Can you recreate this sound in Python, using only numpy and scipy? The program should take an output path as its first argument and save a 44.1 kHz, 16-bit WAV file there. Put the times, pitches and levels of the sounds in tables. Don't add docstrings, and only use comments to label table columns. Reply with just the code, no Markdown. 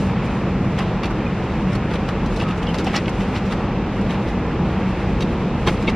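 import sys
import numpy as np
from scipy import signal
from scipy.fft import rfft, irfft, next_fast_len
from scipy.io import wavfile
from scipy.ndimage import uniform_filter1d

SR = 44100
rng = np.random.default_rng(int(sys.argv[2]) if len(sys.argv) > 2 else 0)


def unload_wav(signal):
    wavfile.write(
        sys.argv[1],
        SR,
        np.round(np.clip(np.atleast_2d(signal).T, -1, 1) * 32767).astype(np.int16),
    )


N = 262763
LEAD_S = 0.06


def undb(db):
    return 10 ** (np.asarray(db) / 20)


def unit(x):
    return x / np.sqrt(np.mean(x ** 2))


def stepped(values, hold):
    return uniform_filter1d(np.repeat(values, hold), hold // 2)


def walk(rate):
    hold = int(SR / rate)
    steps = np.repeat(rng.standard_normal(N // hold + 1), hold)
    return 1.4 * uniform_filter1d(uniform_filter1d(steps, hold), hold)[:N]


def bin_hz(size):
    return np.arange(size // 2 + 1) * SR / size


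def shaped(spectrum, size):
    hz, db = np.transpose(spectrum)
    gain = undb(np.interp(np.log(bin_hz(size) + 1), np.log(hz), db, left=-99))
    return irfft(rfft(rng.standard_normal(size)) * gain, size)


def swell(t, rise, t60):
    return np.exp(np.minimum(t, 0) / rise) * undb(-60 * np.maximum(t, 0) / t60)


def add(out, s, x):
    i = int(s * SR)
    out[..., i:i + x.shape[-1]] += x[..., :N - i]


# start_s (at the peak), level_db (shared rms at the peak),
# body_db (500 Hz re 2.8 kHz), bright_db (5.5 kHz re 2.8 kHz), t60_s
SCUFFS = [(0.783, -26.5, 3, -18, 0.09), (0.7906, -24.5, 3, -12.5, 0.051), (0.806, -26.5, 13, -20, 0.14),
          (1.035, -24, 7, -9, 0.038), (1.0445, -24, 11, -12, 0.022), (1.0572, -26.5, 3, -10.5, 0.072),
          (1.1078, -25, 18, -19, 0.08), (1.7294, -31.5, 8.5, -7.5, 0.092), (1.7537, -31, 14, -1, 0.072),
          (1.9152, -33, 2, -17, 0.16), (1.9396, -26, 4, -13, 0.063), (1.956, -26, -1, -19.5, 0.05),
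          (2.089, -25, 0.5, -16, 0.073), (2.262, -38.5, -5, -1, 0.065), (2.3645, -32, -7, -5, 0.042),
          (2.371, -36, -7, -7, .08), (2.4006, -32, -5, -13, 0.1), (2.4244, -26.5, 11, -12, 0.11),
          (2.4868, -36, -6, -16, 0.12), (2.5084, -31, -3, -20, 0.092), (2.58, -41, 8, 1, .07),
          (2.6304, -34, -5, -13.5, 0.11), (2.6683, -45, 1, -20, .1), (2.6902, -33, 13, -6, 0.24),
          (2.7445, -23, 6, -9, 0.043), (2.753, -31, 10, -7, 0.1), (2.7853, -28, 2, -7, 0.068),
          (2.794, -29, 3, -10, 0.13), (2.847, -35, 10, 5, 0.07), (2.8683, -29, 0, -2, 0.02),
          (2.878, -29.5, 4, -18, 0.33), (2.9344, -30, 4, -17, 0.12), (2.9513, -22.5, 5, -16, 0.17),
          (2.9625, -23, 5.5, -1.5, 0.072), (2.9778, -28.5, 1, -15, 0.1), (3.0812, -24, 4, -16, 0.04),
          (3.094, -29, 21, 1, 0.047), (3.207, -33.5, -5, -20, 0.15), (3.3417, -32, 11, -14, 0.15),
          (3.353, -33, -2, -14, .12), (3.3635, -33, 0, -15, 0.11), (3.375, -32, -2, -13, .09),
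          (3.463, -47.5, 5, 5, 0.22), (3.514, -33, 7, -10, .15), (3.5225, -30, 10, -8, 0.089),
          (3.529, -33, 13, -10, 0.087), (4.014, -40, 15, 1, 0.057), (4.1044, -30, 0.5, -18.5, 0.28),
          (4.2826, -36.5, 0, -10, 0.23), (5.2075, -32.5, -2, -3, 0.04), (5.223, -35, -4, -1, 0.075),
          (5.674, -17.5, -2, -14, 0.078), (5.6835, -21.5, 8, -14, 0.06), (5.693, -25, 3, -14, 0.11),
          (5.7714, -39, -12, -18, .08), (5.826, -41, -7, -2, 0.1), (5.875, -29, -8, -16, 0.082),
          (5.885, -29, 0, -20, 0.045), (5.896, -28, -2, -10, 0.07)]
# 1.3 kHz re body_db; 4.3, 8, 11 and 15.5 kHz re bright_db
SCUFF_SLOPE_DB = (0.5, 5.5, -11.5, -19.5, -34.5)
# (relative, per Hz)
SCUFF_SIDE_TONE = [(1500, -21.5), (3500, -1), (6000, -2.5), (10000, -8.5), (14000, -9.5), (15600, -30)]
SCUFF_SIDE_DB, SCUFF_SIDE_SHARE = -10, 0.44
SCUFF_RISE_SHARE = 0.057


def scuffs():
    out, size = np.zeros((2, N)), 8192
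    t = np.arange(size) / SR - LEAD_S
    chest_db, bite_db, high_db, top_db, edge_db = SCUFF_SLOPE_DB
    for start_s, level_db, body_db, bright_db, t60_s in SCUFFS:
        grain_db = 3.3 * rng.exponential(size=128).clip(0, 2.5)
        grit = stepped(undb(grain_db), 64)
        envelope = swell(t, SCUFF_RISE_SHARE * t60_s, t60_s) * unit(grit)
        tone = [(500, body_db), (1300, body_db + chest_db), (2800, 0.018),
                (4300, min(bright_db + bite_db, 0)), (5500, bright_db), (8000, bright_db + high_db),
                (11000, bright_db + top_db), (15500, bright_db + edge_db)]
        ripple = stepped(undb(2.5 * rng.standard_normal(65)), 64)[:size // 2 + 1]
        shared = irfft(rfft(shaped(tone, size)) * ripple, size)
        side_db = SCUFF_SIDE_DB + SCUFF_SIDE_SHARE * bright_db
        burst = np.array([unit(shared), undb(side_db) * unit(shaped(SCUFF_SIDE_TONE, size))])
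        add(out, start_s - LEAD_S, undb(level_db) * envelope * burst)
    return out


TILT_HZ = 1500
FAVOUR_DB, FAVOUR_OCTAVES = 8.5, 0.21
STRIKE_RISE_S = 0.00085


def strikes(blows, modes):
    out, t = np.zeros(N), np.arange(6000) / SR
    hz, mode_db, t60_s = np.transpose(modes)[:, :, None]
    for start_s, drive_db, contact_s, tilt_db, favoured_hz in blows:
        spot_level, spot_pitch, spot_phase = rng.standard_normal((3, len(modes), 1))
        tilt = tilt_db * np.log2(hz / TILT_HZ)
        favour = FAVOUR_DB * np.exp(-(np.log2(hz / favoured_hz) / FAVOUR_OCTAVES) ** 2)
        weight_db = mode_db + tilt + favour + 1.4 * spot_level
        phase = 2 * np.pi * hz * (1 + 0.015 * spot_pitch) * t + spot_phase * hz / 1200
        ring = (undb(weight_db - 60 * t / t60_s) * np.sin(phase)).sum(axis=0)
        ring = ring * (1 - np.exp(-t / STRIKE_RISE_S))
        push = np.sin(np.pi * np.clip(t[:400] / contact_s, 0, 1))
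        add(out, start_s, undb(drive_db) * np.convolve(ring, push / push.sum()))
    return out


# start_s, drive_db, contact_s, tilt_db (per octave), favoured_hz
TAPS = [(0.782, -33, 0.00013, -6, 2700), (0.791, -35, .0001, -2, 4200), (0.7945, -30, 0.00017, -9, 1990),
        (0.801, -34, .0001, -3, 2900), (0.806, -26, .00015, -2, 1600), (1.033, -27, .0001, -1.5, 4300),
        (1.0335, -27, 0.00014, -4, 1200), (1.0365, -26, .00014, 0, 2300), (1.043, -26, .0001, -1.5, 4100),
        (1.0478, -34, 0.0001, -2, 3300), (1.0555, -29, 0.00011, -3.5, 4080), (1.0605, -39, .0001, -2, 3200),
        (2.4005, -32, 0.00012, 1.5, 2750), (2.411, -30, 0.00012, 3, 2900), (2.419, -42, .0001, 2, 2300),
        (2.43, -33, .0001, 1, 3300), (2.667, -38, 0.0001, 4, 4600), (2.7435, -29, .0001, 0.5, 4700),
        (2.8662, -29, .0001, 2, 2690), (2.87, -22.5, 0.00044, -6, 800), (2.874, -31, .0001, 2, 2620),
        (2.8755, -20, 0.00063, -2, 724), (2.9405, -25, 0.00016, -6, 1010), (2.944, -37, 0.000092, 8, 2050),
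        (2.949, -35, .0001, 1, 2900), (2.954, -29, .0001, 2, 2750), (2.958, -34, .0001, -1, 1600),
        (2.9625, -33, 0.00012, 3, 2950), (2.963, -26.5, 0.00012, 5.5, 5600),
        (2.965, -27.5, 0.000088, 6, 5100), (2.9685, -29, 0.000089, -4, 4660),
        (2.972, -30, 0.000092, 2, 1800), (2.976, -33, 0.000092, 6, 4730), (2.981, -37, 0.00012, 3, 3230),
        (2.986, -36, .0001, 5.5, 2300), (3.057, -33, .0001, 2.5, 3020), (3.0805, -30, .0001, -2, 3300),
        (3.209, -35, .0001, 1, 2000), (3.354, -33.5, .0001, 1, 2700), (3.363, -34, .0001, 2, 4000),
        (3.3745, -36, .0001, 2, 2900), (3.522, -36, .0001, 2, 3500)]
# pitch_hz, level_db (before tilt and favour), t60_s
BOX = [(610, -12, 0.024), (700, -6, 0.025), (780, -0.5, 0.038), (903, -15, 0.025), (1144, -1, 0.024),
       (1620, -19, 0.023), (1985, -1.5, 0.039), (2320, -8, 0.028), (2670, -4.5, 0.053), (2910, -3, 0.036),
       (3350, -5, 0.031), (3790, -7.5, 0.022), (4320, -7, .02), (4700, -8, 0.018), (5170, -9, 0.027),
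       (5580, -9, .025)]


def box_taps():
    return strikes(TAPS, BOX)


# start_s, drive_db, contact_s, tilt_db (per octave), favoured_hz
KNOCKS = [(4.105, -36, .0001, 4, 3200), (4.112, -39, .0001, 4, 3200), (5.2065, -36, 0.0001, 1, 2250),
          (5.2075, -35, .0001, 5, 3500), (5.211, -36, .0001, 6, 4300), (5.221, -34, 0.000092, 6, 3750),
          (5.2235, -35, 0.00012, 4, 2700), (5.226, -32, .0001, 5, 3750), (5.668, -21.5, 0.00025, 3.5, 302),
          (5.671, -26, 0.00087, 0.5, 202), (5.6735, -13, 0.0003, 4.5, 1030), (5.676, -30, .0002, -1, 3500),
          (5.679, -28, 0.00027, 11, 2500), (5.682, -26, 0.00011, 2.5, 3200),
          (5.683, -13.5, 0.00024, 3.5, 520), (5.689, -31, .0004, 8, 700), (5.693, -27, 0.00034, 7, 2100),
          (5.696, -31, 0.00036, 1, 895), (5.7015, -25, 0.0019, 1, 317), (5.874, -31, .0002, 5, 2500),
          (5.877, -22, 0.00024, 8.5, 2200), (5.879, -28, 0.00079, 1.5, 264),
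          (5.8808, -23.5, 0.0002, 6, 2700), (5.8828, -14.5, 0.00053, 2, 422),
          (5.8825, -19, 0.00036, 5, 990), (5.884, -28, 0.00016, 4, 3700), (5.8875, -26, 0.00032, 6, 800),
          (5.889, -30, 0.00022, 6, 2200), (5.8925, -25, 0.00068, 3.5, 354)]
# pitch_hz, level_db (before tilt and favour), t60_s
BOARD = [(187, 14, 0.053), (264, 4, 0.081), (347, 11, 0.038), (478, 5, 0.016), (650, 1.5, 0.035),
         (860, -1.5, 0.06), (1060, 0.5, 0.02), (1297, -11, 0.095), (2090, -13, 0.066), (2210, -4.5, 0.038),
         (2705, -0.5, 0.025), (3230, -7, .03), (3730, -5.5, 0.027), (4500, -11, 0.035), (6020, -17, .04)]


def tray_knocks():
    return strikes(KNOCKS, BOARD)


# start_s (at the peak), level_db (peak, before stutter), pitch_hz, rise_s,
# t60_s, glide_hz_per_s (after the peak)
SQUEAKS = [(1.266, -32, 2445, 0.0074, .12, 0), (1.756, -39, 4300, .002, 0.055, 0),
           (2.468, -28, 1280, 0.012, 0.087, 0), (2.503, -27, 1273, 0.011, 0.13, -500),
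           (2.669, -33, 2800, .003, .09, 12000), (2.673, -31.5, 3400, 0.0044, 0.26, -38000),
           (2.694, -31, 3050, 0.0065, 0.094, 1000), (2.787, -41, 6000, .002, 0.048, 40000),
           (3.082, -25, 2170, .002, 0.047, 0)]
SQUEAK_GRAIN_DB = 3
SQUEAK_WAVER = 0.1
GLIDE_S = 0.017


def squeaks():
    out, t = np.zeros(N), np.arange(8192) / SR - LEAD_S
    for start_s, level_db, pitch_hz, rise_s, t60_s, glide_hz_per_s in SQUEAKS:
        stutter_db = SQUEAK_GRAIN_DB * stepped(rng.standard_normal(64), 128)
        waver = SQUEAK_WAVER * uniform_filter1d(rng.standard_normal(len(t)), 100)
        pitch = (pitch_hz + glide_hz_per_s * np.clip(t, 0, GLIDE_S)) * (1 + waver)
        tone = np.sin(2 * np.pi * np.cumsum(pitch) / SR)
        add(out, start_s - LEAD_S, undb(level_db + stutter_db) * swell(t, rise_s, t60_s) * tone)
    return out


# start_s, level_db (rms, before swell and grain)
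RUSTLE = [(0.0, -48), (0.2, -63), (0.33, -54.5), (0.5, -62), (0.8, -55), (1.1, -64.5), (1.4, -57.5),
          (2.0, -59), (2.3, -56.5), (2.9, -59), (3.3, -53.5), (3.5, -61), (3.75, -66), (4.0, -56.5),
          (4.5, -63), (5.3, -59), (5.55, -62), (5.7, -52), (5.96, -63)]
# (relative, per Hz)
RUSTLE_SHARED = [(1500, -9), (3000, 5), (5500, -2), (8200, -10.5), (8800, -14), (15000, -61)]
# (relative, per Hz)
RUSTLE_TONE = [(4000, -11), (7000, 7.5), (9000, 4.5), (13000, 0.5), (14500, -5), (15200, -10),
               (15600, -20.5)]
RUSTLE_SWELL_DB, RUSTLE_GRAIN_DB = 1.01, 2.4


def rustle():
    size = next_fast_len(N)
    shared = undb(3.5) * unit(shaped(RUSTLE_SHARED, size))
    side = unit(shaped(RUSTLE_TONE, size))
    start_s, level_db = np.transpose(RUSTLE)
    motion_db = np.interp(np.arange(N) / SR, start_s, level_db)
    grainy_db = motion_db + RUSTLE_SWELL_DB * walk(5.3) + RUSTLE_GRAIN_DB * walk(37)
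    return undb(grainy_db) * np.array([shared, side])[:, :N]


def flicker(x, db):
    size = next_fast_len(N)
    bins, octave = rfft(x, size), np.log2(bin_hz(size) + 1)
    out = np.zeros(N)
    for k in range(16):
        band = irfft(bins * np.clip(1 - abs(octave - k), 0, 1), size)[:N]
        out += undb(db * walk(9)) * band
    return out


def resonance(hz, width, size):
    f = bin_hz(size) + 1e-3
    response = 1 / (1 + ((f - hz ** 2 / f) / width) ** 2)
    return unit(irfft(rfft(rng.standard_normal(size)) * response, size)[:N])


# (relative, per Hz)
AIR = [(15, -29.5), (26, -16.5), (33, -8), (62, -6), (80, -4.5), (145, -4.5), (286, -9.5), (325, -8),
       (413, -13), (470, -10.5), (664, -18.5), (790, -16), (1360, -22), (1510, -25.5), (2650, -28),
       (3050, -33.5), (3500, -36.5), (4200, -42), (5200, -46.5), (6300, -53), (8200, -61), (8700, -89),
       (16000, -105)]
# (relative, per Hz)
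AIR_SIDE = [(40, -63.5), (65, -54.5), (108, -51), (200, -42), (260, -39), (380, -35), (900, -39.5),
            (1100, -43.5), (2000, -47.5), (2600, -48.5), (3300, -44), (5800, -48), (7500, -59),
            (13000, -61.5), (15600, -71.5)]
# pitch_hz, width_hz, level_db (rms, before flicker)
BOOM = [(45, 9.8, -33.5), (121.8, 9.9, -36.5), (179, 41, -31.5), (193.8, 41, -26.5), (238.4, 26, -38)]
AIR_DB = -22
BLOW_DRIFT_DB = 0.05


def blower():
    size = next_fast_len(N)
    mid, side = shaped(AIR, size)[:N], shaped(AIR_SIDE, size)[:N]
    scale = undb(AIR_DB) / np.sqrt(np.mean(mid ** 2))
    mid = scale * mid
    for pitch_hz, width_hz, level_db in BOOM:
        mid = mid + undb(level_db) * resonance(pitch_hz, width_hz, size)
    return np.array([flicker(mid, db=0.78), scale * side]) * undb(BLOW_DRIFT_DB * walk(1.33))


def scene():
    mid, side = scuffs() + rustle() + blower()
    mid = mid + box_taps() + tray_knocks() + squeaks()
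    return np.array([mid + side, mid - side])


def record(dry):
    soft = 0.9 * np.tanh(dry / 0.9)
    top_cut = signal.ellip(10, 0.2, 70, 15650, fs=SR, output="sos")
    return signal.sosfilt(top_cut, soft)


dry = scene()
out = record(dry)
unload_wav(out)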